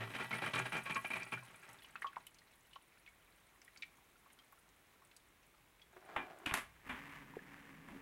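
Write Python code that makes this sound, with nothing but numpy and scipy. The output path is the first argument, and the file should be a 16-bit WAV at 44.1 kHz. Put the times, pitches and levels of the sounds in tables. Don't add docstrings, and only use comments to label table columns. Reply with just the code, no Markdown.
import sys
import numpy as np
from scipy import signal
from scipy.fft import rfft, irfft
from scipy.io import wavfile

SR = 44100
rng = np.random.default_rng(int(sys.argv[2]) if len(sys.argv) > 2 else 0)


def wav_record(signal):
    frames = np.transpose(np.atleast_2d(signal))
    bounded = np.clip(frames, -1, 1)
    quanta = np.round(bounded * 32767).astype(np.int16)
    wavfile.write(sys.argv[1], SR, quanta)


N = 353241
T = np.arange(N) / SR

ARM_SLOW_S = 1.12
SWING_START_S, LATCH_S = 5.993, 6.46

# (time [s], level [dB], bubble pitch [Hz], t60 [s])
DRIP_EVENTS = [(0.329, -35, 2180, 0.068), (0.864, -49, 1106, 0.48), (0.964, -33, 1088, 0.12),
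               (1.374, -43.5, 1476, 0.057), (1.427, -52.5, 1058, .08), (1.628, -55.5, 1630, 0.043),
               (1.787, -61, 3620, 0.026), (1.846, -49.5, 2920, 0.016), (1.9557, -34, 1470, 0.0057),
               (1.959, -46, 2570, 0.033), (2.0213, -30, 1750, 0.0069), (2.024, -44, 2130, 0.032),
               (2.0445, -32.5, 1120, 0.036), (2.059, -38, 1095, 0.082), (2.069, -41.5, 3130, 0.013),
               (2.131, -47, 1600, 0.01), (2.160, -43.5, 2063, 0.0068), (2.167, -32.5, 1010, 0.029),
               (2.268, -49.5, 3020, .025), (2.386, -57.5, 4250, 0.027), (2.732, -52, 2940, 0.015),
               (2.757, -51.5, 3030, 0.024), (2.760, -43.5, 1069, 0.043), (3.063, -52.5, 2460, 0.037),
               (3.076, -51, 2230, 0.049), (3.617, -57, 2110, 0.014), (3.679, -54, 1970, 0.029),
               (3.761, -53, 2270, 0.03), (3.822, -41.5, 3810, 0.014), (3.824, -37, 2390, 0.031),
               (3.832, -39, 2314, 0.039), (4.26, -60, 1090, .06), (4.302, -56.5, 2160, 0.016),
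               (4.389, -56, 3210, 0.052), (4.525, -56, 1080, 0.055), (5.019, -61, 1080, .04),
               (5.113, -55, 2670, 0.0084), (5.165, -55.5, 4760, 0.01), (5.796, -62, 2350, 0.011),
               (5.817, -58.5, 3325, 0.047)]


def amp(db):
    return 10 ** (np.asarray(db) / 20)


def unit(x):
    return x / np.sqrt(np.sum(x ** 2))


def fall(t, t60):
    return np.exp(-np.log(1000) * np.maximum(t, 0) / t60)


def stroke(start_s, rise_s, t60):
    return np.clip((T - start_s) / rise_s, 0, 1) * fall(T - start_s - rise_s, t60)


def through(x, response):
    return signal.oaconvolve(x, response)[:len(x)]


def add(out, s, x):
    i = max(int(s * SR), 0)
    out[i:i + len(x)] += x[:N - i]


def bandpass(x, edges_hz):
    return signal.sosfilt(signal.butter(2, edges_hz, "band", fs=SR, output="sos"), x)


def colour(x, spectrum, size=4096):
    hz, db = np.transpose(spectrum)
    freqs = np.maximum(np.arange(size // 2 + 1) * SR / size, 1)
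    cepstrum = irfft(np.log(amp(np.interp(np.log(freqs), np.log(hz), db))))
    cepstrum[1:size // 2] *= 2
    cepstrum[size // 2 + 1:] = 0
    return through(x, unit(irfft(np.exp(rfft(cepstrum)))))


def ring(x, modes, size=12000):
    t, response = T[:size], 0
    for hz, width_hz, db in modes:
        mode = np.exp(-np.pi * width_hz * t) * np.sin(2 * np.pi * hz * t)
        response = response + amp(db) * unit(mode)
    return through(x, unit(response))


def echoes(x, t60, gap_s, size=16000):
    t = T[:size]
    return through(x, unit(rng.standard_normal(size) * fall(t, t60) * (t > gap_s)))


def patter(rate):
    return (rng.random(N) < rate / SR) * rng.standard_normal(N) * np.sqrt(SR / rate)


def walk(rate):
    return np.interp(T * rate, np.arange(2048), rng.standard_normal(2048))


def plinks(rows, rise_cycles, glide, size=9000):
    out, t = np.zeros(N), T[:size]
    for s, db, hz, t60 in rows:
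        swell = (1 - np.exp(-(t * hz / rise_cycles) ** 2)) * fall(t, t60)
        cycles = np.cumsum(hz * (1 + glide * (.5 - fall(t, t60)))) / SR
        add(out, s, amp(db) * swell / swell.max() * np.sin(2 * np.pi * cycles))
    return out


def grains(rate, low_hz, high_hz, cycles, spread_db, size=900):
    out, t = np.zeros(N), T[:size]
    starts = np.flatnonzero(rng.random(N) < rate / SR)
    for i, (pitch, strength) in zip(starts, rng.random((len(starts), 2))):
        hz = low_hz * (high_hz / low_hz) ** pitch
        ping = unit(np.sin(2 * np.pi * hz * t) * fall(t, cycles / hz))
        level = 2 * amp(-spread_db * np.sqrt(strength)) * np.sqrt(SR / rate[i])
        add(out, i / SR, ping * level)
    return out


def shimmer(x, depth_db, rate):
    spectrum, out = rfft(x), 0
    hz = np.maximum(np.arange(len(spectrum)) * SR / N, 1)
    place = np.clip(2 * np.log2(hz / 300), 0, 10)
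    for band in range(11):
        gain = amp(depth_db * walk(rate))
        part = irfft(spectrum * np.maximum(1 - np.abs(place - band), 0), N)
        out = out + part * gain / np.sqrt(np.mean(gain ** 2))
    return out


def room_hiss():
    # (frequency [Hz], level [dB])
    room_spectrum = [(15, -23), (44, -20), (120, -12), (300, -9.5), (527, -13), (1060, -11), (1300, -13.5),
                     (2260, -12.5), (2820, -17), (3950, -19.5), (4600, -25.5), (11100, -23.5), (14700, -26),
                     (16000, -22)]
    return colour(rng.standard_normal(N), room_spectrum) * amp(-69.5 + .5 * walk(3.46))


def cabinet_rumble():
    # (frequency [Hz], level [dB])
    cabinet_spectrum = [(15, -26), (30, -5), (48, 2), (70, -5), (105, -5), (170, -9), (500, -46.5)]
    rest_db, shaken_db, shaken_t60_s = -79.5, -72, 5.7
    shaking = amp(rest_db + 1.6 * walk(4.7))
    shaking += amp(shaken_db) * stroke(LATCH_S, .15, shaken_t60_s)
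    shaking += amp(-38) * np.sqrt(showers())
    return colour(rng.standard_normal(N), cabinet_spectrum) * shaking


def gulps():
    # (time [s], level [dB], pitch [Hz], t60 [s])
    gulp_events = [(7.337, -50, 955, 0.043), (7.3675, -35, 425, 0.019), (7.368, -46.5, 720, 0.012),
                   (7.391, -46, 1720, .035)]
    return plinks(gulp_events, rise_cycles=0.9, glide=0.018)


def pump():
    # (frequency [Hz], level [dB])
    motor_tones = [(113, -47), (226, -55.5), (393, -57)]
    # (frequency [Hz], level [dB])
    wash_spectrum = [(240, -40), (400, -3.5), (520, -25), (700, -6), (1150, 1), (1350, -3.5), (1720, 2.5),
                     (2200, 0), (3000, -9), (4100, -20.5), (9400, -26.5), (14000, -27.5)]
    pump_spectrum = [(25, -20), (70, -15), (110, -18), (150, 6), (280, 1), (370, -5.5), (550, -6.5),
                     (1200, -33.5)]
    # (frequency [Hz], width [Hz], level [dB])
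    hum_modes = [(101.4, 2.7, -16.5), (136, 2.3, -5.5), (160.5, 3.5, -3), (216, 14, -10), (262, 14, -12),
                 (280.2, 6, -0.5)]
    start_s, rise_s = 6.828, 0.044
    wash_db, wash_surge_db, wash_surge_t60_s, shut_wash_db = -63, -56, 1.72, -69.5
    load_db, load_surge_db, load_surge_t60_s = -61.5, -63, 0.29
    swell_s, swell_width_s, swell_db = 7.95, 0.053, -58.5
    arm_pass_s, arm_period_s, arm_sweep_db = 7.11, 0.48, 1.5

    tones = sum(amp(db) * np.sin(2 * np.pi * hz * T) for hz, db in motor_tones)
    cut_out = tones * fall(T - .05, 0.35) * np.minimum(T / 0.0022, 1)

    running = np.clip((T - start_s) / rise_s, 0, 1)
    pressure = amp(wash_db) * running
    pressure += amp(wash_surge_db) * stroke(start_s, rise_s, wash_surge_t60_s)
    pressure += amp(shut_wash_db) * (T > LATCH_S) * (1 - running)
    sweep_db = arm_sweep_db * np.cos(2 * np.pi * (T - arm_pass_s) / arm_period_s)
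    spray = colour(patter(2500), wash_spectrum) * pressure * amp(sweep_db + 1.15 * walk(30))

    load = amp(load_db) * running
    load += amp(load_surge_db) * stroke(start_s, rise_s, load_surge_t60_s)
    swell = amp(swell_db) * np.exp(-((T - swell_s) / swell_width_s) ** 2)
    impeller = rng.standard_normal(N) * (load + swell)
    rumble = amp(-4.5) * colour(impeller, pump_spectrum)
    hum = amp(-3.5) * ring(impeller, hum_modes, size=40000)
    return cut_out + spray + rumble + hum


def latch():
    # (time [s], level [dB], rise [s], t60 [s])
    scrape_events = [(6.458, -38.5, 0.0024, 0.13), (6.488, -46, 0.0073, 0.054)]
    # (frequency [Hz], width [Hz], level [dB])
    catch_modes = [(2520, 110, 6), (2850, 110, -7), (2880, 74, -6)]
    # (time [s], level [dB], pitch [Hz], t60 [s])
    thump_events = [(6.5175, -45, 70, 0.03), (6.520, -42.5, 160, 0.029), (6.895, -41.5, 248, 0.038),
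                    (6.927, -44.5, 241, 0.081), (6.928, -51, 70.5, .1)]
    force = sum(amp(db) * stroke(s, rise, t60) for s, db, rise, t60 in scrape_events)
    scrape = ring(patter(2700) * force, catch_modes)
    return scrape + plinks(thump_events, rise_cycles=0.11, glide=0)


def door_speed(bend=1.28):
    fast_s, end_s = 6.136, 6.75
    return np.interp(T, [SWING_START_S, fast_s, end_s], [0, 1, 0]) ** bend


def hinge_rub():
    # (time [s], level [dB], t60 [s])
    creak_events = [(5.929, -65, 0.17), (5.963, -60, 0.23), (6.085, -60.5, 0.19)]
    # (frequency [Hz], level [dB])
    hinge_spectrum = [(60, -38), (110, -12.5), (240, -14), (374, 1), (430, -5.5), (530, -9), (730, 1),
                      (960, -10.5), (1350, -6), (2300, -14.5), (3500, -23.5), (4500, -30), (9000, -39)]
    rubbing = amp(-55.5) * door_speed()
    rubbing += sum(amp(db) * stroke(s, 0.0035, t60) for s, db, t60 in creak_events)
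    return colour(patter(2500), hinge_spectrum) * rubbing * amp(1.7 * walk(55))


def door(contact_s=0.0038, touch_s=0.0028, click_rattle_db=-4, part_width=0.18, size=16000):
    # (time [s], level [dB], contact cut-off [Hz], struck-part pitch [Hz],
    # metal click [dB], rattle [dB], rattle t60 [s])
    blow_events = [(6.162, -31.5, 1620, 835, -30, -3.5, 0.22),
                   (6.460, -36.5, 4970, 2600, -10.5, -7.5, 0.39),
                   (6.468, -32.5, 700, 328, -28, -11.5, 0.12), (6.509, -43.5, 3500, 2460, -33, -1, 0.18),
                   (6.519, -36.5, 1300, 1160, -26, -5, 0.11), (6.538, -30.5, 6000, 2230, -3, -6, 0.21),
                   (6.571, -48.5, 3520, 1210, -6.5, 8, 0.2), (6.893, -45.5, 2740, 1800, -20.5, 3, 0.34),
                   (6.926, -55, 2800, 1900, -13, -7, 0.17), (7.219, -59, 2500, 1710, -25, -1.5, 0.12),
                   (7.884, -49.5, 1170, 870, -18, -7, 0.48)]
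    # (frequency [Hz], level [dB])
    door_spectrum = [(60, -38.5), (200, 1.5), (500, -7), (750, 4.5), (1700, 7), (2100, 7.5), (2700, 2),
                     (3600, -1.5), (4400, -29), (8000, -26), (15000, -20)]
    latch_spectrum = [(1000, -21), (4000, 3), (5500, -1), (7500, 1.5), (11000, 3.5), (13000, -5),
                      (16000, -16)]
    # (frequency [Hz], width [Hz], level [dB])
    door_modes = [(289, 17, -2), (394, 19, 1.5), (664, 20, 2), (757, 20, -5.5), (1040, 29, -27),
                  (1094, 24, 2), (1206, 34, 6), (1500, 17, -9), (1645, 28, -9), (1694, 16, 3.5),
                  (1731, 17, -2), (2470, 34, -10), (2378, 14, 5), (2620, 31, 3)]
    panel, metal, parts, t = np.zeros(N), np.zeros(N), np.zeros(N), T[:size]
    for s, db, cut_hz, part_hz, click_db, rattle_db, t60 in blow_events:
        grit = amp(db) * rng.standard_normal((3, size)) * np.minimum(t / touch_s, 1)
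        contact = np.exp(-(t / contact_s) ** 4)
        rattle = amp(rattle_db) * fall(t, t60)
        soft = signal.butter(1, min(cut_hz, .45 * SR), fs=SR)
        add(panel, s, signal.lfilter(*soft, grit[0] * (contact + rattle)))
        add(metal, s, amp(click_db) * grit[1] * (contact + amp(click_rattle_db) * rattle))
        part_mode = [(part_hz, part_width * part_hz, 0)]
        add(parts, s, ring(grit[2] * (contact + amp(-3) * rattle), part_mode, size=2000))
    hinge = hinge_rub()
    singing = ring(panel + amp(-12) * hinge, door_modes)
    knock = amp(0.5) * colour(panel, door_spectrum) + amp(-7.0) * singing + amp(-6) * parts
    return knock + colour(metal, latch_spectrum) + hinge


def runoff():
    start_db, sag_db_per_s, end_s, end_t60_s = -51, 7, 2.1, 2
    return amp(start_db - sag_db_per_s * T) * fall(T - end_s, end_t60_s)


def showers(rise_s=0.0044):
    # (time [s], level [dB], length [s])
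    jet_events = [(0.004, -41.5, 0.031), (0.097, -49, 0.015), (0.135, -41, 0.027), (0.184, -41, 0.034),
                  (0.306, -40.5, 0.047), (0.378, -42.5, 0.0075), (0.417, -38, 0.025), (0.457, -35.5, .014),
                  (0.532, -36.5, 0.069), (0.651, -42.5, 0.015), (0.719, -35.5, 0.0095),
                  (0.75, -39.5, 0.033), (0.854, -43.5, 0.02), (0.894, -38.5, 0.018), (0.954, -39, 0.013),
                  (1.044, -39.5, 0.0051), (1.101, -43.5, 0.014), (1.131, -41.5, 0.0094),
                  (1.155, -39, 0.013), (1.194, -47, 0.032), (1.262, -57, 0.011), (1.319, -43, .019),
                  (1.378, -57, 0.012), (1.536, -61, 0.0072), (1.627, -58.5, 0.014)]
    first_t60_s, last_t60_s = .16, 0.088
    power = np.zeros(N)
    for s, db, length in jet_events:
        t60 = np.interp(s, [0, ARM_SLOW_S], [first_t60_s, last_t60_s])
        power += (amp(db) * np.clip((T - s) / rise_s, 0, 1) * fall(T - s - length, t60)) ** 2
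    return power


def ticks(spread=0.31, t60=0.011, size=2500):
    # (time [s], level [dB], centre [Hz])
    tick_events = [(0.5924, -38.5, 7300), (0.946, -41.5, 5320), (1.232, -45.5, 5600), (1.6904, -52.5, 6550),
                   (1.731, -53, 9300), (2.0182, -51.5, 9800), (2.2675, -45.5, 10100), (2.3453, -55, 6250),
                   (3.6169, -51.5, 6170), (3.6476, -53, 9700), (3.7738, -49, 5200), (4.331, -53, 9590),
                   (4.5236, -54.5, 11450), (4.69, -60, 6200), (5.165, -50, 9600), (6.387, -54, 9100)]
    out, t = np.zeros(N), T[:size]
    for s, db, hz in tick_events:
        edges = np.clip([hz / (1 + spread), hz * (1 + spread)], 100, .45 * SR)
        spit = bandpass(rng.standard_normal(size) * fall(t, t60), edges)
        add(out, s, amp(db) * spit / np.abs(spit).max())
    return out


def splats(t60=.035, size=5000):
    out, t = np.zeros(N), T[:size]
    for s, db, hz, _ in DRIP_EVENTS:
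        edges = np.clip([hz / 1.54, hz * 1.43], 100, .45 * SR)
        strength = amp(0.59 * db - 33)
        splat = bandpass(rng.standard_normal(size) * fall(t, t60), edges)
        add(out, s, strength * splat * np.sqrt(SR / 2 / np.diff(edges)))
    return out


def dripping(opening_s=0.21):
    # (frequency [Hz], level [dB])
    spray_spectrum = [(400, -30), (2000, -5.5), (4500, -17.5), (7000, -14), (9500, -5.5), (12000, -10),
                      (15500, -9.5)]
    fizz_spectrum = [(2000, -12), (5000, -6), (9500, -9), (12500, -4), (16000, -21)]
    mist_db, mist_per_s, halving_s = -60.5, 900, .26
    trickle_db, trickle_sag_db_per_s = -71, 1.5
    doorway = np.interp(T, [0, opening_s, SWING_START_S, LATCH_S], [0, 1, 1, 0])
    wet = 1 / (1 + np.maximum(T - ARM_SLOW_S, 0) / halving_s)

    flow = (amp(trickle_db - trickle_sag_db_per_s * T) + amp(-11) * runoff()) * doorway
    drops = grains(40 + 120 * wet, low_hz=1007, high_hz=4220, cycles=31, spread_db=15)
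    trickle = drops * flow * amp(-2.0)
    film = ring(patter(1500), [(2150, 500, 0)]) * flow * amp(-6.0 + 2.7 * walk(14))
    bubbles = plinks(DRIP_EVENTS, rise_cycles=0.84, glide=0.019) + trickle

    thrown = amp(mist_db) * wet ** 0.74 + amp(-26) * np.sqrt(showers())
    specks = grains(mist_per_s * wet, low_hz=3900, high_hz=12400, cycles=18, spread_db=22)
    mist = colour(specks, spray_spectrum) * thrown * doorway
    fizz = colour(patter(9500), fizz_spectrum) * runoff() * amp(-18.0)

    droplets = amp(4.0) * ticks() + amp(1.0) * mist
    pool = amp(-1) * bubbles + amp(-3) * echoes(bubbles, t60=0.043, gap_s=.002)
    pool += amp(2.0) * splats(t60=0.063)
    bright = amp(-2.5) * droplets + amp(-4) * echoes(droplets, t60=0.045, gap_s=0.001)
    return pool + film + fizz + bright


def splashes(low_cut_hz=105):
    # (frequency [Hz], level [dB])
    splash_spectrum = [(25, -34), (75, -22.5), (110, 6.5), (180, 1), (330, -10), (600, -10.5), (900, -4.5),
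                       (1600, -0.5), (2500, -1.5), (3300, -10), (4400, -22.5), (7000, -30.5), (10000, -28),
                       (15000, -54)]
    # (frequency [Hz], width [Hz], level [dB])
    tub_modes = [(115.7, 6, -1.5), (126.5, 7.4, 5), (176.5, 7.7, -2), (226.6, 7.6, -5.5), (284, 33, -5.5),
                 (388.7, 16.4, -1.5), (481.6, 20, -4.5), (661, 18, -2), (904, 22, -15), (928.4, 45, 3),
                 (1123, 58, -1.5), (1182, 21, -2.5), (1358, 57, 0.5), (1426, 9.2, -2), (1639, 18, 2),
                 (1820, 22, -5.5), (1960, 5.7, 1.5), (1995, 16, -18), (2560, 4.2, -7), (3065, 33, -3),
                 (3835, 51, -6.5)]
    wall_modes = [(2380, 59, 11), (2570, 59, -7)]
    wall_db, wall_gain_db = -13.5, 16.5
    jets = showers()
    power = jets + (runoff() * amp(-1 + 2.5 * walk(28.1))) ** 2
    wall_power = jets * amp(wall_db + wall_gain_db * np.minimum(T / ARM_SLOW_S, 1)) ** 2

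    drops = patter(9000) * amp(np.clip(4.9 * walk(180), -3, 3))
    blows = shimmer(drops, depth_db=2.0, rate=45) * np.sqrt(power)
    churn_rate = np.where(T < 2, 300, 0)
    churn = grains(churn_rate, low_hz=546, high_hz=3170, cycles=22, spread_db=15, size=2500)
    churn = churn * np.sqrt(power)
    wall = ring(patter(9000) * np.sqrt(wall_power), wall_modes)

    tub = amp(-5.5) * colour(blows, splash_spectrum) + amp(-6.5) * ring(blows, tub_modes)
    tub += amp(-8.5) * churn + amp(-2.5) * wall
    return signal.sosfilt(signal.butter(4, low_cut_hz, "high", fs=SR, output="sos"), tub)


def scene():
    machine = splashes() + dripping() + door() + latch() + pump() + gulps() + cabinet_rumble()
    kitchen = amp(-16.5) * echoes(machine, t60=0.27, gap_s=0.0096)
    return (machine + kitchen + room_hiss())[None]


def record(dry):
    top_hz = 15800
    return signal.sosfilt(signal.ellip(10, .2, 70, top_hz, fs=SR, output="sos"), dry)


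dry = scene()
out = record(dry)
wav_record(out)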